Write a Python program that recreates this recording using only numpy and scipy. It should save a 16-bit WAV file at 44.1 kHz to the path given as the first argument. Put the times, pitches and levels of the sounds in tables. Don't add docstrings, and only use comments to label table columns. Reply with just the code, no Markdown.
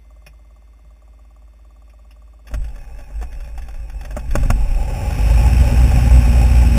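import sys
import numpy as np
from scipy import signal
from scipy.fft import rfft, irfft
from scipy.io import wavfile
from scipy.ndimage import uniform_filter1d

SR = 44100
rng = np.random.default_rng(int(sys.argv[2]) if len(sys.argv) > 2 else 0)


def waveform_to_disk(signal):
    frames = np.transpose(np.atleast_2d(signal))
    scaled = np.clip(frames, -1, 1) * 32767
    samples = np.round(scaled).astype(np.int16)
    wavfile.write(sys.argv[1], SR, samples)


N = 298998
TIME = np.arange(N) / SR
FREQ = np.fft.rfftfreq(N, 1 / SR)


def amp(db):
    return 10 ** (np.asarray(db) / 20)


def sine(phase_turns):
    return np.sin(2 * np.pi * phase_turns)


def evened(x):
    return x / np.sqrt(np.mean(x ** 2) + 1e-20)


def level(rows, column=1):
    rows = np.array(rows)
    return amp(np.interp(TIME, rows[:, 0], rows[:, column], left=-120))


def colour(x, spectrum):
    hz, db = np.transpose(spectrum)
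    octaves_below = np.maximum(np.log2(hz[0] / (FREQ + 1)), 0)
    octaves_above = np.maximum(np.log2((FREQ + 1) / hz[-1]), 0)
    curve_db = np.interp(np.log(FREQ + 1), np.log(hz), db)
    gain = amp(curve_db - 20 * (octaves_below + octaves_above))
    return evened(irfft(rfft(x) * gain, N))


def noise(spectrum):
    return colour(rng.standard_normal(N), spectrum)


def drift(rate):
    return evened(irfft(rfft(rng.standard_normal(N)) * np.exp(-(FREQ / rate) ** 2), N))


def steadied(x, seconds):
    size = max(int(seconds * SR), 2)
    power = uniform_filter1d(uniform_filter1d(x ** 2, size), size)
    return x / np.sqrt(abs(power) + 1e-6)


def dying(t, t60):
    return (t >= 0) * np.exp(-np.log(1000) * np.maximum(t, 0) / max(t60, .002))


def crossings(turns):
    return np.flatnonzero(np.diff(np.floor(turns)) > 0)


# t/s, f/Hz (firings a second)
ENGINE_SPEED = [(2.5, 5.36), (2.8, 9.5), (4.1, 10.5), (4.35, 16.5), (4.6, 22.2), (4.8, 38.8), (5.0, 44.7),
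                (5.1, 47.4), (5.25, 51), (5.41, 56.8), (5.6, 61.7), (6.0, 59.3), (6.78, 59)]


def engine_speed():
    return np.interp(TIME, *np.transpose(ENGINE_SPEED))


def crankshaft():
    return np.cumsum(engine_speed() * (1 + .007 * drift(15))) / SR


LABOUR_AT = .35


def labour(turns):
    return np.cos(np.pi * (turns - LABOUR_AT))


IDLE_HZ = 60


def by_speed(idle_db, db_per_octave):
    run_up = np.interp(TIME, [4.6, 5.0], [0, 1])
    return amp(idle_db + db_per_octave * np.log2(engine_speed() / IDLE_HZ)) * run_up


# t/s, boom level/dB, panel clatter level/dB, hiss level/dB (before trims)
ENGINE_EFFORT = [(2.45, -61, -62, -77), (2.55, -38, -54.5, -60), (2.8, -50.5, -55, -65),
                 (3.85, -48, -55.5, -63), (4.25, -39, -50, -58.5), (4.42, -26, -45.5, -48.5),
                 (4.75, -36, -38, -46), (5.05, -35, -35.5, -41.5), (5.3, -28.5, -33.5, -37),
                 (5.8, -19.5, -33, -36), (6.78, -20, -34, -36.5)]
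CYLINDER_LEVELS = [-8, -5, -5.5, -2.5]
# f/Hz, relative level/dB
BOOM_SPECTRUM = [(70, -46), (105, -3), (125, 6), (155, -2.5), (185, -17), (205, -19.5), (228, -6),
                 (265, -7), (300, -20.5), (400, -25), (600, -53)]
PANEL_SPECTRUM = [(250, -6), (350, -7), (450, -5.5), (520, -0.5), (570, 5), (650, -9.5), (760, 1), (840, 3),
                  (910, -6), (980, -32.5), (1100, -10), (1300, -23)]
COWLING_SPECTRUM = [(900, -7), (1080, 1.5), (1300, -4.5), (1500, 2), (1900, -1), (2250, 0.5), (2550, 7.5),
                    (2800, 1), (3100, -4), (3500, -10.5), (3900, 1.5)]
THROB_HZ, THROB_DB, THROB_AT_S = 8.8, 2.5, 5.96


def engine(turns):
    at = crossings(turns)
    firings = np.zeros(N)
    firings[at] = amp(np.resize(CYLINDER_LEVELS, len(at)) + 2.2 * rng.standard_normal(len(at)))
    burning = np.interp(TIME, [4.2, 4.8], [.35, 1])
    smeared = signal.lfilter([1], [1, -np.exp(-1 / (0.005 * SR))], firings)
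    puffs = steadied(evened(smeared), 0.03) * burning

    pulsed_boom = steadied(colour(firings, BOOM_SPECTRUM), .15) * burning
    boom = .9 * pulsed_boom + .45 * noise(BOOM_SPECTRUM)
    rattling = rng.standard_normal(N) * (1.5 + 0.29 * puffs) * amp(1.55 * drift(19))
    clatter = colour(rattling, PANEL_SPECTRUM)
    chopped = rng.standard_normal(N) * (1.4 + 0.29 * puffs) * amp(0.5 * drift(40))
    hiss = colour(chopped, COWLING_SPECTRUM)

    throb = amp(THROB_DB * burning * np.cos(2 * np.pi * THROB_HZ * (TIME - THROB_AT_S)))
    return (amp(-0.5) * steadied(boom, 0.084) * throb * level(ENGINE_EFFORT, column=1)
            + amp(1.5) * steadied(clatter, 0.72) * level(ENGINE_EFFORT, column=2)
            + amp(3.0) * steadied(hiss, 0.84) * level(ENGINE_EFFORT, column=3))


# multiple of the firing rate, relative level/dB
EXHAUST_ORDERS = [(0.748, -7.5), (1, 9.5), (1.498, -32), (2.001, -10), (2.248, -9), (3, -35),
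                  (3.751, -20.5), (4, -32.5), (5.002, -37)]
# t/s, level change/dB, half length/s
COMBUSTION_SURGES = [(5.38, 4.5, 0.09), (5.619, 5, 0.019), (5.726, -24, 0.03), (6.15, 6, .03)]
NOTE_DB, NOTE_DB_PER_OCTAVE = -12, 5.5
NOTE_FULL_S = 5.19


def exhaust(turns):
    lines = sum(amp(db + 1.5 * drift(8)) * sine(k * turns + rng.random()) for k, db in EXHAUST_ORDERS)
    surge_db = sum(db * np.exp(-((TIME - s) / length) ** 2) for s, db, length in COMBUSTION_SURGES)
    held_db = np.where(TIME > NOTE_FULL_S, 0, -9)
    return evened(lines) * by_speed(NOTE_DB, NOTE_DB_PER_OCTAVE) * amp(surge_db + held_db)


# f/Hz, relative level/dB
ROCKING_SPECTRUM = [(8, -15), (16, -4), (22, -0.5), (30, -2), (42, -1.5), (55, 3.5), (65, -11.5),
                    (100, -26.5), (150, -44)]
BUFFETING_SPECTRUM = [(10, -40), (24, -50), (36, 4), (48, 1), (68, 3), (82, 3), (96, -2.5), (130, -11.5),
                      (200, -15.5)]
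# t/s, level/dB
AIRFRAME_SHAKE = [(2.45, -57), (2.55, -30.5), (3.0, -32.5), (3.3, -27.5), (4.05, -27.5), (4.27, -23.5),
                  (4.35, -13), (4.77, -14), (4.92, -26.5), (5.2, -24)]
# onset t/s, peak level/dB added to the shaking
STARTER_JOLTS = [(2.52, -18.5), (3.13, -30)]
JOLT_RISE_S = 0.054
LABOUR_DB = 2.5
WASH_DB, WASH_DB_PER_OCTAVE = -15.5, 13


def airframe(turns):
    rocking = steadied(noise(ROCKING_SPECTRUM), .035)
    buffeting = steadied(noise(BUFFETING_SPECTRUM), .06)
    shaking = level(AIRFRAME_SHAKE) * amp(-LABOUR_DB * labour(turns))
    for s, db in STARTER_JOLTS:
        age = np.maximum(TIME - s, 0) / JOLT_RISE_S
        shaking = shaking + amp(db) * (age * np.exp(1 - age)) ** 2
    slow_running = np.interp(TIME, [4.85, 5.2], [1, 0])
    return rocking * shaking * slow_running + buffeting * by_speed(WASH_DB, WASH_DB_PER_OCTAVE)


# t/s, level/dB
STARTER_LEVEL = [(2.5, -76), (2.8, -58.5), (3.5, -58.5), (4.15, -59), (4.45, -45.5), (4.7, -99)]
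# f/Hz, relative level/dB
GEAR_WHINE = [(1130, -2), (1560, -15), (2280, -12.5), (2560, 6.5)]
# f/Hz, relative level/dB
BODY_SPECTRUM = [(90, -25), (220, 6.5), (400, -7.5), (600, -5), (790, 1.5), (960, -8.5), (1130, -8.5),
                 (1500, -7)]
CRACK_SPECTRUM = [(900, -19), (1250, -21), (1700, 4.5), (2200, 1), (2700, 7.5), (3050, -6), (3400, -0.5),
                  (3900, -8.5)]
LABOUR_SAG = 0.0261
TEETH_PER_S = 320


def starter(turns):
    wobble = .009 * drift(14) + .022 * drift(220)
    seconds = np.cumsum(1 - LABOUR_SAG * labour(turns) + wobble) / SR
    whine = sum(amp(db + 2.7 * drift(28)) * sine(hz * seconds) for hz, db in GEAR_WHINE)
    teeth = (rng.random(N) < TEETH_PER_S / SR) * rng.standard_normal(N)
    ring = dying(TIME[:SR // 20], 0.019) * rng.standard_normal(SR // 20)
    chatter = signal.oaconvolve(teeth, ring)[:N]
    return level(STARTER_LEVEL) * (amp(-5.5) * whine
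                                   + amp(-3.5) * colour(chatter, CRACK_SPECTRUM)
                                   + amp(-5) * colour(chatter, BODY_SPECTRUM))


# t/s, body level/dB, body f/Hz, crack level/dB, ring time/s
HEAVY_BANGS = [(2.537, -19.5, 610, -28, 0.052), (4.165, -9, 598, -33, 0.044), (4.353, 0.5, 586, -16, 0.03),
               (4.501, 0, 723, -13, 0.03)]
BANG_CRACK_HZ, BANG_EDGE_DB = 1497, -31
# t/s, body level/dB, body f/Hz, crack level/dB
DRIVE_KNOCKS = [(2.469, -42, 616, -38), (2.48, -36, 1180, -41), (2.51, -27, 563, -47),
                (2.617, -38, 580, -47), (2.642, -43, 616, -39), (2.682, -38, 720, -43),
                (2.757, -28, 570, -42.5), (3.005, -35, 607, -48), (3.102, -30, 585, -59),
                (3.211, -24.5, 470, -41), (3.223, -22.5, 734, -37), (3.326, -34, 604, -39.5),
                (3.402, -31.5, 560, -38.5), (3.442, -40, 555, -41.5), (3.576, -26, 780, -36.5),
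                (3.618, -42, 770, -39), (3.683, -27, 781, -38), (3.896, -32.5, 780, -37.5),
                (4.009, -25.5, 764, -35), (4.048, -25, 590, -34), (4.105, -23, 610, -37.5),
                (4.191, -32, 755, -37), (4.307, -30, 532, -32.5), (4.378, -24, 566, -35),
                (4.43, -15.5, 547, -33), (5.106, -20, 751.3, -32), (5.912, -14, 762.6, -27)]
KNOCK_CRACK_HZ, KNOCK_SPREAD = 1640, 0.095
KNOCK_RING_S, KNOCK_EDGE_DB = 0.042, -5.5
REBOUND_S, REBOUND_DB = .016, -10.5
RATTLE_FROM_S, RATTLE_TO_S, RATTLE_COUNT = 2.55, 5.2, 5
RATTLE_HZ, RATTLE_BODY_DB, RATTLE_CRACK_DB = 584, -33, -44
# t/s, crack level/dB, crack f/Hz
COCKPIT_SWITCHES = [(.263, -38, 2485), (1.894, -52, 2360), (2.107, -47.5, 2765)]
SWITCH_BODY_DB, SWITCH_BODY_HZ = 1.5, 590
SWITCH_RING_S, SWITCH_EDGE_DB = 0.073, -15


def blows():
    rows = [(s, body_db, hz, crack_db, BANG_CRACK_HZ, t60, BANG_EDGE_DB)
            for s, body_db, hz, crack_db, t60 in HEAVY_BANGS]
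    rows += [(s, db + SWITCH_BODY_DB, SWITCH_BODY_HZ, db, hz, SWITCH_RING_S, SWITCH_EDGE_DB)
             for s, db, hz in COCKPIT_SWITCHES]

    chance = rng.uniform(-1, 1, (RATTLE_COUNT, 3))
    slots, gap = np.linspace(RATTLE_FROM_S, RATTLE_TO_S, RATTLE_COUNT, endpoint=False, retstep=True)
    rattles = [(s + gap * abs(a), RATTLE_BODY_DB + 3 * b, RATTLE_HZ, RATTLE_CRACK_DB + 3 * c)
               for s, (a, b, c) in zip(slots, chance)]

    for s, body_db, hz, crack_db in DRIVE_KNOCKS + rattles:
        spot, lag = rng.uniform(-0.992, 1, 2)
        crack_hz = KNOCK_CRACK_HZ * (1 + KNOCK_SPREAD * spot)
        for delay, loss_db in (0, 0), (REBOUND_S * (1 + .5 * lag), REBOUND_DB):
            rows.append((s + delay, body_db + loss_db, hz, crack_db + loss_db, crack_hz,
                         KNOCK_RING_S, KNOCK_EDGE_DB))
    return rows


# t/s, level/dB, f/Hz, ring time/s
CABIN_BUMPS = [(0.267, -43.5, 147, .2), (0.841, -47, 148, 0.14), (4.165, -23, 75, 0.068),
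               (4.354, -9.5, 108.6, 0.055), (4.46, -11, 81, 0.055), (4.501, -6, 87.5, 0.1)]
METAL_HZ = 3414
SWELL_S = 0.015


def knocks():
    body = steadied(noise(BODY_SPECTRUM), 0.014)
    crack = steadied(noise(CRACK_SPECTRUM), 0.0023)
    fuzz = steadied(drift(170), 0.00044)
    out = np.zeros(N)
    for s, body_db, body_hz, crack_db, crack_hz, t60, edge_db in blows():
        span = slice(int(s * SR), int(s * SR) + SR // 4)
        t = TIME[span] - s
        thud = 0.44 * body[span] + 0.69 * sine(body_hz * t) + 0.19 * sine(1130 * t)
        tones = sine(crack_hz * t) + amp(edge_db) * sine(METAL_HZ * t)
        snap = 0.59 * crack[span] + 0.77 * fuzz[span] * tones
        swell = (1 - dying(t, SWELL_S)) ** 2
        out[span] += swell * (amp(body_db) * thud + amp(crack_db + 4.0) * snap) * dying(t, t60)
        out[span] += swell * amp(crack_db - 34.0) * snap * dying(t, 0.24)
    for s, db, hz, t60 in CABIN_BUMPS:
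        out += amp(db) * dying(TIME - s, t60) * sine(hz * (TIME - s))
    return out


BANG_BOOM_HZ, BANG_BOOM_DB, BANG_BOOM_S = 225.9, -20, 0.18


def boom_after_bangs():
    swell = sum(amp(db) * (dying(TIME - s, BANG_BOOM_S) - dying(TIME - s, SWELL_S))
                for s, db, *_ in HEAVY_BANGS)
    return amp(BANG_BOOM_DB) * swell * np.sin(2 * np.pi * BANG_BOOM_HZ * TIME + 1.7 * drift(32))


# delay t/s, f/Hz, relative level/dB, ring time/s
STROKE_RING = [(0, 1146, -52, 0.033), (.002, 776, -58, 0.045), (.003, 611.5, -58.5, 0.091),
               (.007, 557, -66, 0.038), (0.047, 620, -59, 0.026)]
# multiple of the stroke rate, rms level/dB before its wander
HUM_ORDERS = [(2, -70), (3, -43.5), (4, -55.5), (5, -69.5), (8, -74.5)]
PUMP_HZ = 17.495


def fuel_pump():
    turns = (TIME - .047) * PUMP_HZ
    at = crossings(turns)
    ticks = np.zeros(N)
    force_db = 3 * rng.uniform(-1, 1, len(at))
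    for delay, hz, db, t60 in STROKE_RING:
        t = TIME[:SR // 5] - delay
        strokes = np.zeros(N)
        strokes[at] = amp(force_db + 3 * rng.uniform(-1, 1, len(at)))
        ring = signal.oaconvolve(strokes, dying(t, t60) - dying(t, 0.0099))[:N]
        ticks += amp(db + 5.0) * ring * np.sin(2 * np.pi * hz * TIME + 0.27 * drift(45))
    hum = sum(amp(db) * np.sqrt(2) * sine(k * turns + rng.random()) for k, db in HUM_ORDERS)
    primed = np.interp(TIME, [2.35, 2.5], [1, .4])
    return ticks * primed + hum * amp(1.1 * drift(8))


# f/Hz at the start, rise in Hz a second, level/dB at the start, level/dB from 2 s on
GYRO_WHINES = [(2080, 26, -69, -76.5), (2260, 22, -82, -88), (2550, 6.4, -79.5, -74), (2680, 28, -80, -80),
               (1800, 18, -79, -79.5), (3520, 12, -76.5, -76.5)]


def gyros():
    out = np.zeros(N)
    for hz, rise, start_db, later_db in GYRO_WHINES:
        whine_db = np.interp(TIME, [0, 2], [start_db, later_db]) + 0.36 * drift(3.1)
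        out += amp(whine_db) * sine(np.cumsum(hz + rise * TIME) / SR)
    return out


# f/Hz, relative level/dB
QUIET_SPECTRUM = [(20, 3), (60, -4), (140, -1.5), (280, -1.5), (400, -9.5), (700, -12), (1000, -13),
                  (1500, -17.5), (2400, -18), (3200, -22), (3900, -18)]


def quiet_cabin():
    return amp(-61.5) * noise(QUIET_SPECTRUM)


def scene():
    turns = crankshaft()
    running = engine(turns) + exhaust(turns) + airframe(turns) + starter(turns)
    struck = knocks() + boom_after_bangs()
    background = fuel_pump() + gyros() + quiet_cabin()
    return (running + struck + background)[None]


HOLD_HZ, EDGE_HZ = 8000, 15400


def record(dry):
    low_pass = signal.firwin(301, 3780, fs=SR)[None]
    narrow = signal.oaconvolve(np.clip(dry, -.95, .95), low_pass, "same")
    carriers = np.cos(2 * np.pi * HOLD_HZ * TIME) + np.cos(2 * np.pi * 2 * HOLD_HZ * TIME)
    mirrored = narrow * (1 + 2 * carriers)
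    hz = np.linspace(0, SR / 2, 1025)
    hold_gain = np.sinc(hz / HOLD_HZ) * amp(1.8 * hz / EDGE_HZ) * (hz < EDGE_HZ)
    hold = signal.firwin2(1023, hz, hold_gain, fs=SR)
    return signal.oaconvolve(mirrored, hold[None], "same")


dry = scene()
out = record(dry)
waveform_to_disk(out)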